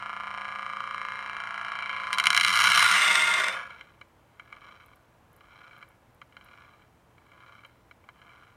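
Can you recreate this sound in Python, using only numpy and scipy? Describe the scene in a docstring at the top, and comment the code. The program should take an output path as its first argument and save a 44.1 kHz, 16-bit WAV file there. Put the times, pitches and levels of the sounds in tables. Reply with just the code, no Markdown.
"""In a quiet room, a small metal top leans and spins on a smooth mirror disc close by.
Bumps on its tip strike the disc on every turn, a periodic force that its bending modes sound as a whirr.
The top starts to hop and skids out towards the rim, where other modes answer. It comes back and rolls
on quietly, humming in swells as it circles, with small knocks and ticks over a faint background."""
import sys
import numpy as np
from scipy import signal
from scipy.fft import rfft, irfft
from scipy.io import wavfile
from scipy.ndimage import uniform_filter1d, map_coordinates

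SR = 44100
rng = np.random.default_rng(int(sys.argv[2]) if len(sys.argv) > 2 else 0)


def output_pcm(signal):
    """Save a mono or channel-first signal as 16-bit PCM at the path in sys.argv[1].

    Samples are clipped to [-1, 1] before scaling.
    """
    pcm = np.clip(np.atleast_2d(signal).T, -1, 1) * 32767
    wavfile.write(sys.argv[1], SR, np.round(pcm).astype(np.int16))


N = 377496
T = np.arange(N) / SR
HZ = np.fft.rfftfreq(2 ** 14, 1 / SR)
SPIN_HZ = 28.44

# The disc's modes near its middle and its rim. Each row: frequency in Hz, width in Hz, relative dB.
MIDDLE_MODES = [(190, 19, -17.5), (539.5, 22, -21.5), (700, 55, -16.5), (890, 60, -14), (1012, 42, 0),
                (1100, 70, -4.5), (1205, 130, 0), (1405, 130, 1), (1495, 80, -5), (1652, 110, -2.5),
                (1910, 91, -15), (2035, 100, -4), (2122, 75, 0), (2275, 150, -1), (2880, 240, -8),
                (3010, 90, -8), (3120, 170, -5), (3347, 240, -18), (3975, 190, -7), (4400, 500, -19),
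                (5200, 300, -19), (5564, 260, -12), (6230, 300, -20), (6880, 300, -17.5), (8030, 260, -26),
                (8950, 380, -16.5), (9300, 260, -16), (10000, 260, -22), (10960, 870, -29.5),
                (13200, 550, -33)]
RIM_MODES = [(191, 9.5, -18.5), (357, 81, -27), (516, 270, -34.5), (645, 40, -15.5), (803, 110, -15.5),
             (935.5, 16, 0), (1095, 120, -3.5), (1190, 90, -8.5), (1407, 43, 3.5), (1544, 130, -7),
             (1795, 120, -4.5), (1874, 130, -3), (2020, 150, 1), (2113, 55, 5), (2260, 190, -8),
             (2590, 120, -4), (2815, 57, -1), (2883, 98, -8), (3140, 89, -9), (3520, 270, -6.5),
             (3600, 130, -6.5), (3870, 200, -9.5), (4300, 200, -17.5), (5260, 600, -15), (6200, 930, -19.5),
             (7520, 660, -16.5), (8500, 590, -10.5), (11000, 750, -34), (12520, 800, -38)]
# Contact spectra; a softer contact lasts longer and loses treble. 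Each row: frequency in Hz, gain in dB.
ROLL_TOUCH = [(100, -7), (540, 13), (800, 2), (1000, -1.5), (1250, -2.5), (1750, -2.5), (2020, -8.5),
              (2240, -4.5), (2550, -3), (2820, -11.5), (3130, -10), (3600, -4), (4000, -18), (4400, -15.5),
              (9000, -25.5), (15000, -30)]
SKID_TOUCH = [(200, 2), (700, 0.5), (1000, 3), (1450, 3), (3000, 2), (4600, 3), (5200, 0.5), (6500, 1),
              (8000, -1), (9200, .5), (11300, 3), (12000, -3), (13000, 3), (15000, 3)]
# The skid's envelope. Each row: time in seconds, relative level in dB.
SKID_LEVEL = [(2.5, -27.5), (2.68, -23), (2.79, -21), (2.95, -19.5), (3.17, -21.5), (3.3, -24), (3.4, -24),
              (3.5, -28.5), (3.6, -34), (3.66, -44.5)]
# Out to the rim and back. Each row: time in seconds, blows per second, rim share, hard share.
SKID_PATH = [(2.2, 740, 0.33, 0.69), (2.55, 660, 0.0064, 0.98), (2.921, 740, 0.29, 0.85),
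             (3.05, 2100, 0.74, 0.85), (3.221, 2800, 1, 0.83), (3.479, 1100, 0.63, 0.39),
             (3.58, 610, 0.0086, 0.19), (3.7, 880, 0.061, 0.089)]


def whirr(uneven_db=1.5, jitter=.000022, tracks_per_s=2.5, singing_db=-10, rest_pressure=1.1):
    """Periodic excitation: the same bumps and grit on the tip drive the disc's modes on every turn."""
    # The contact creeps across the bumps, so each swells and fades. Each row: angle in turns, hardness,
    # relative level in dB, loudest moment in seconds, seconds from there to 6 dB down.
    bumps = [(0.022, .025, -6, 0.34, 2.8), (0.057, 0.016, -1, 2.2, 1), (0.274, 0.011, -2.5, 1.6, 1.5),
             (0.409, 0.016, -2.5, 2.2, 2), (0.69, .02, 2, 0.14, 0.75), (0.69, 0.0068, -12, 1.55, 2.4),
             (0.88, 0.039, -7.5, 0.13, 0), (0.88, 0.035, 3.5, 1.07, 1.06), (0.863, 0.03, 1.5, 1.95, 1.6),
             (0.922, .04, 0.5, 1.6, 0.34)]
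    # Each row: time in seconds, level in dB, extra hardness as a share.
    envelope = [(0, -38, 0.05), (1.1, -36, 0.13), (1.3, -38, 0.18), (1.6, -36.5, 0.059), (1.95, -35, 0.47),
                (2.1, -34.5, 0.13), (2.22, -33.5, 0.22), (2.4, -34.5, 0.45)]
    # A bump's contact spectrum. Each row: frequency in Hz, gain in dB.
    bump_touch = [(100, -6.5), (200, -12.5), (350, 3.5), (530, 1.5), (750, 5), (1000, 0), (1230, 1),
                  (1450, -7), (1680, -3), (1900, -4), (2300, -8), (2750, -11.5), (3050, -14.5),
                  (3600, -18.5), (4200, -14.5), (6000, -20), (9000, -21.5), (15000, -34)]
    # Lightly damped modes ring on between beats. Each row: frequency in Hz, width in Hz, relative dB.
    singing_modes = [(540, 12, 4), (708, 14, 2), (1022, 14, 12), (1108, 14, 22), (1196, 14, 11),
                     (1308, 16, 14), (1393, 18, 18), (1650, 14, 16), (2106, 18, 11), (2280, 24, 12)]
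    level, firmness = curves(envelope)
    turns = np.arange(int(2.5 * SPIN_HZ))
    soft, hard = np.zeros(N), np.zeros(N)
    for angle, hardness, db, loudest_s, fade_s in bumps:
        times = (turns + angle) / SPIN_HZ
        late, louder, sharper = rng.standard_normal((3, len(turns)))
        times = times + jitter * late * times  # the spin grows less steady
        size = amp(db + uneven_db * louder) * .5 ** (((times - loudest_s) / fade_s) ** 2)
        soft += taps(times, size)
        hard += taps(times, hardness * size * amp(2.6 * sharper))
    # grit lies on neighbouring tracks round the tip; the contact drifts from one to the next
    tracks = rng.standard_normal((24, 1024))
    position = [T * tracks_per_s, (T * SPIN_HZ % 1) * tracks.shape[1]]
    grit = unit_rms(map_coordinates(tracks, position, order=1, mode="grid-wrap"))
    hiss = rng.standard_normal(N)
    # both bite hardest where a bump presses down
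    resting = rest_pressure * np.mean(soft[:2 * SR] ** 2)
    pressure = np.sqrt(abs(uniform_filter1d(soft ** 2, size=130)) + resting)
    soft += pressure * (.31 * grit + .13 * hiss)
    # a firmer contact wakes the modes between 2 and 4 kHz
    firm_touch = [(100, -11), (1500, -8.5), (2300, 7), (3000, -2), (4000, -6.5), (6000, -23),
                  (15000, -35)]
    bright = disc(MIDDLE_MODES, firm_touch, damping=.67)
    # the pressing tip damps the disc, so each bump is one short beat; its hard edge scrapes briefly
    beat = disc(MIDDLE_MODES, bump_touch, damping=1.45)
    scrape = np.sqrt(abs(excite(hard ** 2, np.hanning(280) / 200))) * rng.standard_normal(N)
    beats = excite(soft, beat) + excite(scrape, disc(MIDDLE_MODES)) + excite(2 * firmness * soft, bright)
    singing = steadied(excite(soft, disc(singing_modes)), size=4650)
    return (steadied(beats, size=4650) + amp(singing_db) * singing) * amp(level) * (T < envelope[-1][0])


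def hops(first_db=-.5, inner_db=1, outer_db=0):
    """Impact excitation: the tip lands hard, and the point of impact decides which modes ring."""
    # Hops crowd into the skid. Each row: time in seconds, relative peak level in dB.
    impacts = [(2.1292, -12), (2.1370, -21), (2.1460, -23.5), (2.1840, -10), (2.1990, -8), (2.239, -13.5),
               (2.2565, -11), (2.2689, -2.5), (2.3034, -6.5), (2.3294, -11.5), (2.3469, -8.5),
               (2.3650, -8.5), (2.3752, -4), (2.3981, -12.5), (2.41, -7), (2.432, -15), (2.4363, -12),
               (2.4478, -7), (2.4640, -14.5), (2.4753, -13.5), (2.481, -9), (2.4929, -14), (2.5025, -17.5),
               (2.516, -22.5), (2.528, -15.5), (2.5380, -15.5), (2.546, -18), (2.5555, -15), (2.5643, -13),
               (2.573, -11.5), (2.5828, -19.5), (2.59, -12), (2.6020, -12), (2.6116, -13.5),
               (2.6190, -11.5), (2.6316, -14.5), (2.6400, -11), (2.6461, -12), (2.6560, -12),
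               (2.6706, -11.5), (2.6787, -12.5), (2.687, -18), (2.7004, -14), (2.7179, -10.5),
               (2.7320, -17.5), (2.749, -13.5), (2.7581, -10), (2.775, -8.5), (2.7821, -14.5),
               (2.7908, -14), (2.7941, -9.5), (2.8030, -15), (2.8251, -10.5), (2.8297, -13.5),
               (2.8430, -15.5), (2.862, -15), (2.8875, -17.5), (2.914, -11.5), (2.9235, -15.5),
               (2.9727, -20.5), (3.0290, -15), (3.0781, -10.5), (3.1278, -14.5), (3.1545, -8),
               (3.339, -11.5), (3.4412, -13), (3.4830, -13), (3.5253, -28), (3.668, -44)]
    # The first landings' contact spectrum. Each row: frequency in Hz, gain in dB.
    hop_touch = [(100, 1), (1000, -4), (2100, 2.5), (3000, 1.5), (4000, 3.5), (5600, -1.5), (10000, -1),
                 (15000, -2.5)]
    path_s, _, rim, _ = np.transpose(SKID_PATH)
    first = [row for row in impacts if row[0] < SKID_LEVEL[0][0]]
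    later = impacts[len(first):]
    outer = [row for row in later if np.interp(row[0], path_s, rim) > .5]
    inner = [row for row in later if row not in outer]
    groups = [(first, MIDDLE_MODES, hop_touch, first_db),
              (inner, MIDDLE_MODES, SKID_TOUCH, inner_db),
              (outer, RIM_MODES, SKID_TOUCH, outer_db)]
    return sum(amp(db) * landings(rows, disc(modes, touch), chatter=2.6, contact_s=.0018)
               for rows, modes, touch, db in groups)


def skid(gain_db=-.28, rise_db_per_s=58, fall_db_per_s=101, chatter_db=1.3):
    """Sliding friction: dense blows merge into a scrape that passes to the rim's modes and back."""
    before = np.maximum(SKID_LEVEL[0][0] - T, 0)
    after = np.maximum(T - SKID_LEVEL[-1][0], 0)
    level = curves(SKID_LEVEL)[0] - rise_db_per_s * before - fall_db_per_s * after
    level = np.maximum(level, -160) + chatter_db * wavering(per_s=220)
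    per_s, rim, hard = curves(SKID_PATH)
    sound = np.zeros(N)
    for modes, share in ((MIDDLE_MODES, 1 - rim), (RIM_MODES, rim)):
        blows = roughness(per_s, spread_db=2.4, rub=.38)
        force = edge_echo(blows, rim) * amp(level + gain_db) * np.sqrt(share)
        sound += excite(force * hard, disc(modes, SKID_TOUCH))
        sound += excite(force * (1 - hard), disc(modes, ROLL_TOUCH))
    return sound


def rolling(start_s=3.66, attack_s=.021, level_db=-53, swell_db=22, fade_db_per_s=1.12, crisp_db=-9):
    """Rolling noise: roughness drives the disc, amplitude-modulated by the top's quickening circles."""
    loud_side_s, circle_hz, quickening_hz_per_s = 4.678, 1.012, .04
    crackle = roughness(per_s=190, spread_db=2.4, rub=.5)
    scratches = roughness(per_s=60, spread_db=3.2, rub=.2)
    t = T - loud_side_s
    circles = circle_hz * t + quickening_hz_per_s * t ** 2 / 2
    level = level_db - fade_db_per_s * t - swell_db * np.sin(np.pi * circles) ** 2
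    pressure = amp(level + 1.6 * wavering(per_s=50)) * np.clip((T - start_s) / attack_s, 0, 1)
    crisp_touch = [(100, -20), (1400, -6), (2300, -4), (2700, -8), (3200, 2), (3600, -6), (4050, 1),
                   (4600, -16), (5600, -9), (9000, -17), (15000, -20)]
    soft = excite(crackle * pressure, disc(MIDDLE_MODES, ROLL_TOUCH))
    crisp = excite(scratches * pressure, disc(MIDDLE_MODES, crisp_touch))
    return soft + amp(crisp_db) * crisp


def knocks(gain_db=.54):
    """Light impacts: the rolling tip trips and drops back onto the disc."""
    # Each row: time in seconds, relative peak level in dB.
    impacts = [(3.7048, -34), (3.8100, -32), (4.0127, -33), (4.3962, -31.5), (4.5261, -31), (4.6235, -46),
               (4.6833, -51), (4.7985, -51), (4.8195, -47), (4.932, -47), (5.407, -44), (5.4345, -52),
               (5.4765, -57), (5.5349, -56), (5.6306, -52), (5.71, -41.5), (5.7304, -44), (5.7638, -43),
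               (5.8137, -43), (5.8263, -34), (6.2159, -33.5), (6.324, -46), (6.3674, -33.5), (6.4108, -41),
               (6.4603, -50), (6.4865, -43), (6.537, -47), (6.6713, -59), (6.686, -56), (6.736, -47),
               (6.819, -50), (7.1806, -45.5), (7.215, -59), (7.2649, -49), (7.3173, -44), (7.332, -52),
               (7.3767, -53), (7.4365, -49), (7.47, -50), (7.481, -49), (7.5228, -43.5), (7.5812, -51),
               (7.591, -45), (7.6356, -44), (7.6488, -36.5), (7.9113, -38), (8.0397, -49.5),
               (8.0886, -35.5), (8.2163, -42.5), (8.27, -53), (8.2931, -45), (8.4787, -64)]
    # A knock's contact spectrum. Each row: frequency in Hz, gain in dB.
    knock_touch = [(100, -9), (540, 13), (1000, -3), (1400, -2), (1700, -5), (2120, -4), (2260, 3),
                   (2650, -9), (3130, -3), (3650, -14), (4050, -8.5), (4500, -16), (5600, -21), (7000, -16),
                   (9000, -23), (15000, -27)]
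    ring = disc(MIDDLE_MODES, knock_touch, damping=.95)
    return amp(gain_db) * landings(impacts, ring, chatter=1.7, contact_s=.0022)


def disc(modes, touch=None, damping=1, travel_s=.000812):
    """A plate's impulse response, of unit energy: touch filters it and damping widens its resonances."""
    # Dense weak modes between the strong ones. Each row: frequency in Hz, relative level in dB.
    weak_modes = [(40, -61.5), (155, -41.5), (300, -42.5), (450, -37), (800, -29), (1300, -39.5),
                  (1900, -31.5), (2500, -16.5), (3600, -29), (5000, -20), (7500, -28.5), (11000, -33),
                  (12000, -35), (16000, -47)]
    power = spectrum(weak_modes, HZ) ** 2
    for hz, width, db in modes:
        power += (amp(db) / (1 + (2 * (HZ - hz) / (damping * width)) ** 2)) ** 2
    gain = np.sqrt(power) * (spectrum(touch, HZ) if touch else 1)
    log_gain = np.log(np.r_[gain, gain[-2:0:-1]])
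    minimum_phase = np.exp(np.conj(signal.hilbert(log_gain)))[:len(HZ)]
    # bending waves disperse: 1 kHz arrives after travel_s, the treble sooner
    dispersion = np.exp(-4j * np.pi * travel_s * np.sqrt(1000 * HZ))
    ring = irfft(minimum_phase * dispersion)[:len(HZ)]
    return ring / np.linalg.norm(ring)


def landings(rows, ring, chatter, contact_s):
    """Impact with microslip: each landing is one blow, then tiny slips while the tip settles."""
    out, t = np.zeros(N), T[:1024]
    for s, db in rows:
        slips = rng.standard_normal(len(t)) * np.exp(-t / contact_s)
        blow = rfft((t == 0) + chatter * slips / np.linalg.norm(slips))
        force = irfft(blow / abs(blow) ** .6)[:400]  # slips lengthen the blow but barely colour it
        sound = signal.fftconvolve(force, ring)
        add(out, s, amp(db) * sound / (np.linalg.norm(sound) * abs(ring).max()))
    return out


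def roughness(per_s, spread_db, rub):
    """Shot noise: a contact force of random tiny blows over a little smooth friction."""
    size = amp(spread_db * np.minimum(rng.exponential(1, N), 3))
    blows = size * rng.choice([-1, 1], N) * (rng.random(N) < per_s / SR)
    return steadied(blows / np.sqrt(per_s / SR) + rub * rng.standard_normal(N), size=1100)


def edge_echo(force, rim, echo=.2, delay_s=.000741, stretch=.2):
    """Comb filtering: the far edge reflects treble; near the rim the longer path lowers the ripples."""
    treble = signal.sosfilt(signal.butter(1, 2000, "high", fs=SR, output="sos"), force)
    delayed = (T - delay_s * (1 + stretch * rim)) * SR
    return force + echo * map_coordinates(treble, [delayed], order=3)


def wandering(x, depth_db, per_s=6, width_hz=150):
    """Mode coupling depends on position: as the contact wanders, bands swell and sink at random."""
    hz, s, frames = signal.stft(x, SR, nperseg=512, noverlap=384)
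    spots = rng.standard_normal((160, 64))
    grid = np.meshgrid(hz / width_hz, s * per_s, indexing="ij")
    colour = map_coordinates(spots, grid, order=3, mode="mirror")
    return signal.istft(frames * amp(depth_db * colour), SR, nperseg=512, noverlap=384)[1][:N]


def ticks(decay_s=.003):
    """Band-limited transients: a fast-decaying burst of treble noise is heard as a dry tick."""
    # Each row: time in seconds, peak level in dB.
    events = [(4.861, -52), (4.958, -55), (5.3303, -55.5), (5.364, -52), (5.7808, -57), (5.888, -54.5),
              (6.1464, -58), (6.445, -51.5), (7.662, -58)]
    s, db = np.transpose(events)
    t = T[:2000]
    band = signal.butter(2, [10000, 14000], "band", fs=SR, output="sos")
    burst = signal.sosfilt(band, rng.standard_normal(len(t)) * np.exp(-t / decay_s))
    return excite(taps(s, amp(db)), burst / abs(burst).max())


def bouncing(base_hz=115, width_hz=24):
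    """Resonance: the hopping top shakes the disc's heavy base on the table in its lowest mode."""
    # Each row: time in seconds, level in dB.
    envelope = [(2.1, -74), (2.25, -57), (2.85, -49), (3.0, -65), (3.28, -57.5), (3.8, -110)]
    b, a = signal.iirpeak(base_hz, base_hz / width_hz, fs=SR)
    shake = signal.lfilter(b, a, signal.lfilter(b, a, rng.standard_normal(N)))
    return steadied(shake, size=4400) * amp(curves(envelope)[0]) * (T > 2)


def rocking():
    """Forced vibration: the lopsided tip rocks the base at harmonics of the spin until the skid."""
    # Each row: multiple of the spin rate, level in dB.
    harmonics = [(4, -66.5), (7, -64), (19, -63.5), (24, -64.5)]
    hum = sum(tone(order * SPIN_HZ, db) for order, db in harmonics)
    return hum * np.interp(T, [2.1, 2.4], [1, 0])


def room(x, wet_db=-14, t60=.08):
    """Reverberation: sparse reflections add a short, weak, exponentially decaying tail."""
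    t = T[:SR // 3]
    reflections = rng.standard_normal(len(t)) * (rng.random(len(t)) < 2000 / SR)
    tail = reflections * amp(-60 * t / t60) * (t > .004)
    return x + amp(wet_db) * excite(x, tail / np.linalg.norm(tail))


def background(air_db=-62):
    """Stationary noise: broadband room air with a faint tonal drone."""
    # Each row: frequency in Hz, relative spectral density in dB.
    air_colour = [(21, -49.5), (35, -11), (76, -6), (301, -13.5), (342, -16.5), (389, -18.5), (420, -14),
                  (503, -14), (819, -14.5), (1060, -15), (1170, -18), (2530, -27), (4330, -35.5),
                  (16000, -41)]
    # Each row: frequency in Hz, level in dB.
    drone = [(86, -78), (120, -72.5), (339, -77.5)]
    air = irfft(rfft(rng.standard_normal(N)) * spectrum(air_colour, np.fft.rfftfreq(N, 1 / SR)), N)
    return amp(air_db) * unit_rms(air) + sum(tone(hz, db) for hz, db in drone)


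def amp(db):
    """Amplitude ratio from decibels."""
    return 10 ** (np.asarray(db) / 20)


def tone(hz, db):
    """A sinusoid of random phase and given rms level."""
    return amp(db) * np.sqrt(2) * np.sin(2 * np.pi * (hz * T + rng.random()))


def unit_rms(x):
    """Scales to an rms of one."""
    return x / np.sqrt(np.mean(x ** 2) + 1e-20)


def steadied(x, size):
    """Holds the rms near one over stretches of size samples."""
    return x / np.sqrt(abs(uniform_filter1d(uniform_filter1d(x ** 2, size), size)) + 1e-12)


def spectrum(points, hz):
    """Gain from (Hz, dB) points on a logarithmic frequency axis."""
    f, db = np.transpose(points)
    return amp(np.interp(np.log(hz + 1), np.log(f + 1), db))


def curves(rows):
    """Each column of a time table, interpolated to every sample."""
    s, *columns = np.transpose(rows)
    return [np.interp(T, s, c) for c in columns]


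def wavering(per_s):
    """A random curve of about unit size with per_s corners a second."""
    moments = np.arange(0, T[-1], 1 / per_s)
    return np.interp(T, moments, rng.standard_normal(len(moments)))


def taps(times, sizes):
    """Band-limited impulses at exact times, each a short windowed sinc."""
    at = np.asarray(times)[:, None] * SR
    index = np.floor(at).astype(int) + np.arange(-7, 9)
    pulses = np.sinc(index - at) * np.sinc((index - at) / 8) * np.asarray(sizes)[:, None]
    return np.bincount(np.clip(index, 0, N).ravel(), pulses.ravel(), N + 1)[:N]


def excite(force, ring):
    """Linear response: the force convolved with an impulse response."""
    return signal.oaconvolve(force, ring)[:N]


def add(mix, s, sound):
    """Mixes a sound in at s seconds."""
    part = mix[round(s * SR):][:len(sound)]
    part += sound[:len(part)]


def scene():
    """Superposition: the spinning and travelling top, its reflections and the room's background."""
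    spinning = wandering(whirr(), depth_db=.9) + rocking()
    travelling = wandering(skid() + rolling() + knocks(), depth_db=1.7) + hops() + bouncing() + ticks()
    return (room(spinning + travelling) + background())[None]


def record(dry, cutoff_hz=15850):
    """Band limiting: a steep low-pass filter removes the highest treble."""
    lowpass = signal.firwin(1023, cutoff_hz, window=("kaiser", 10), fs=SR)
    return signal.oaconvolve(dry, lowpass[None], "same")


dry = scene()
out = record(dry)
output_pcm(out)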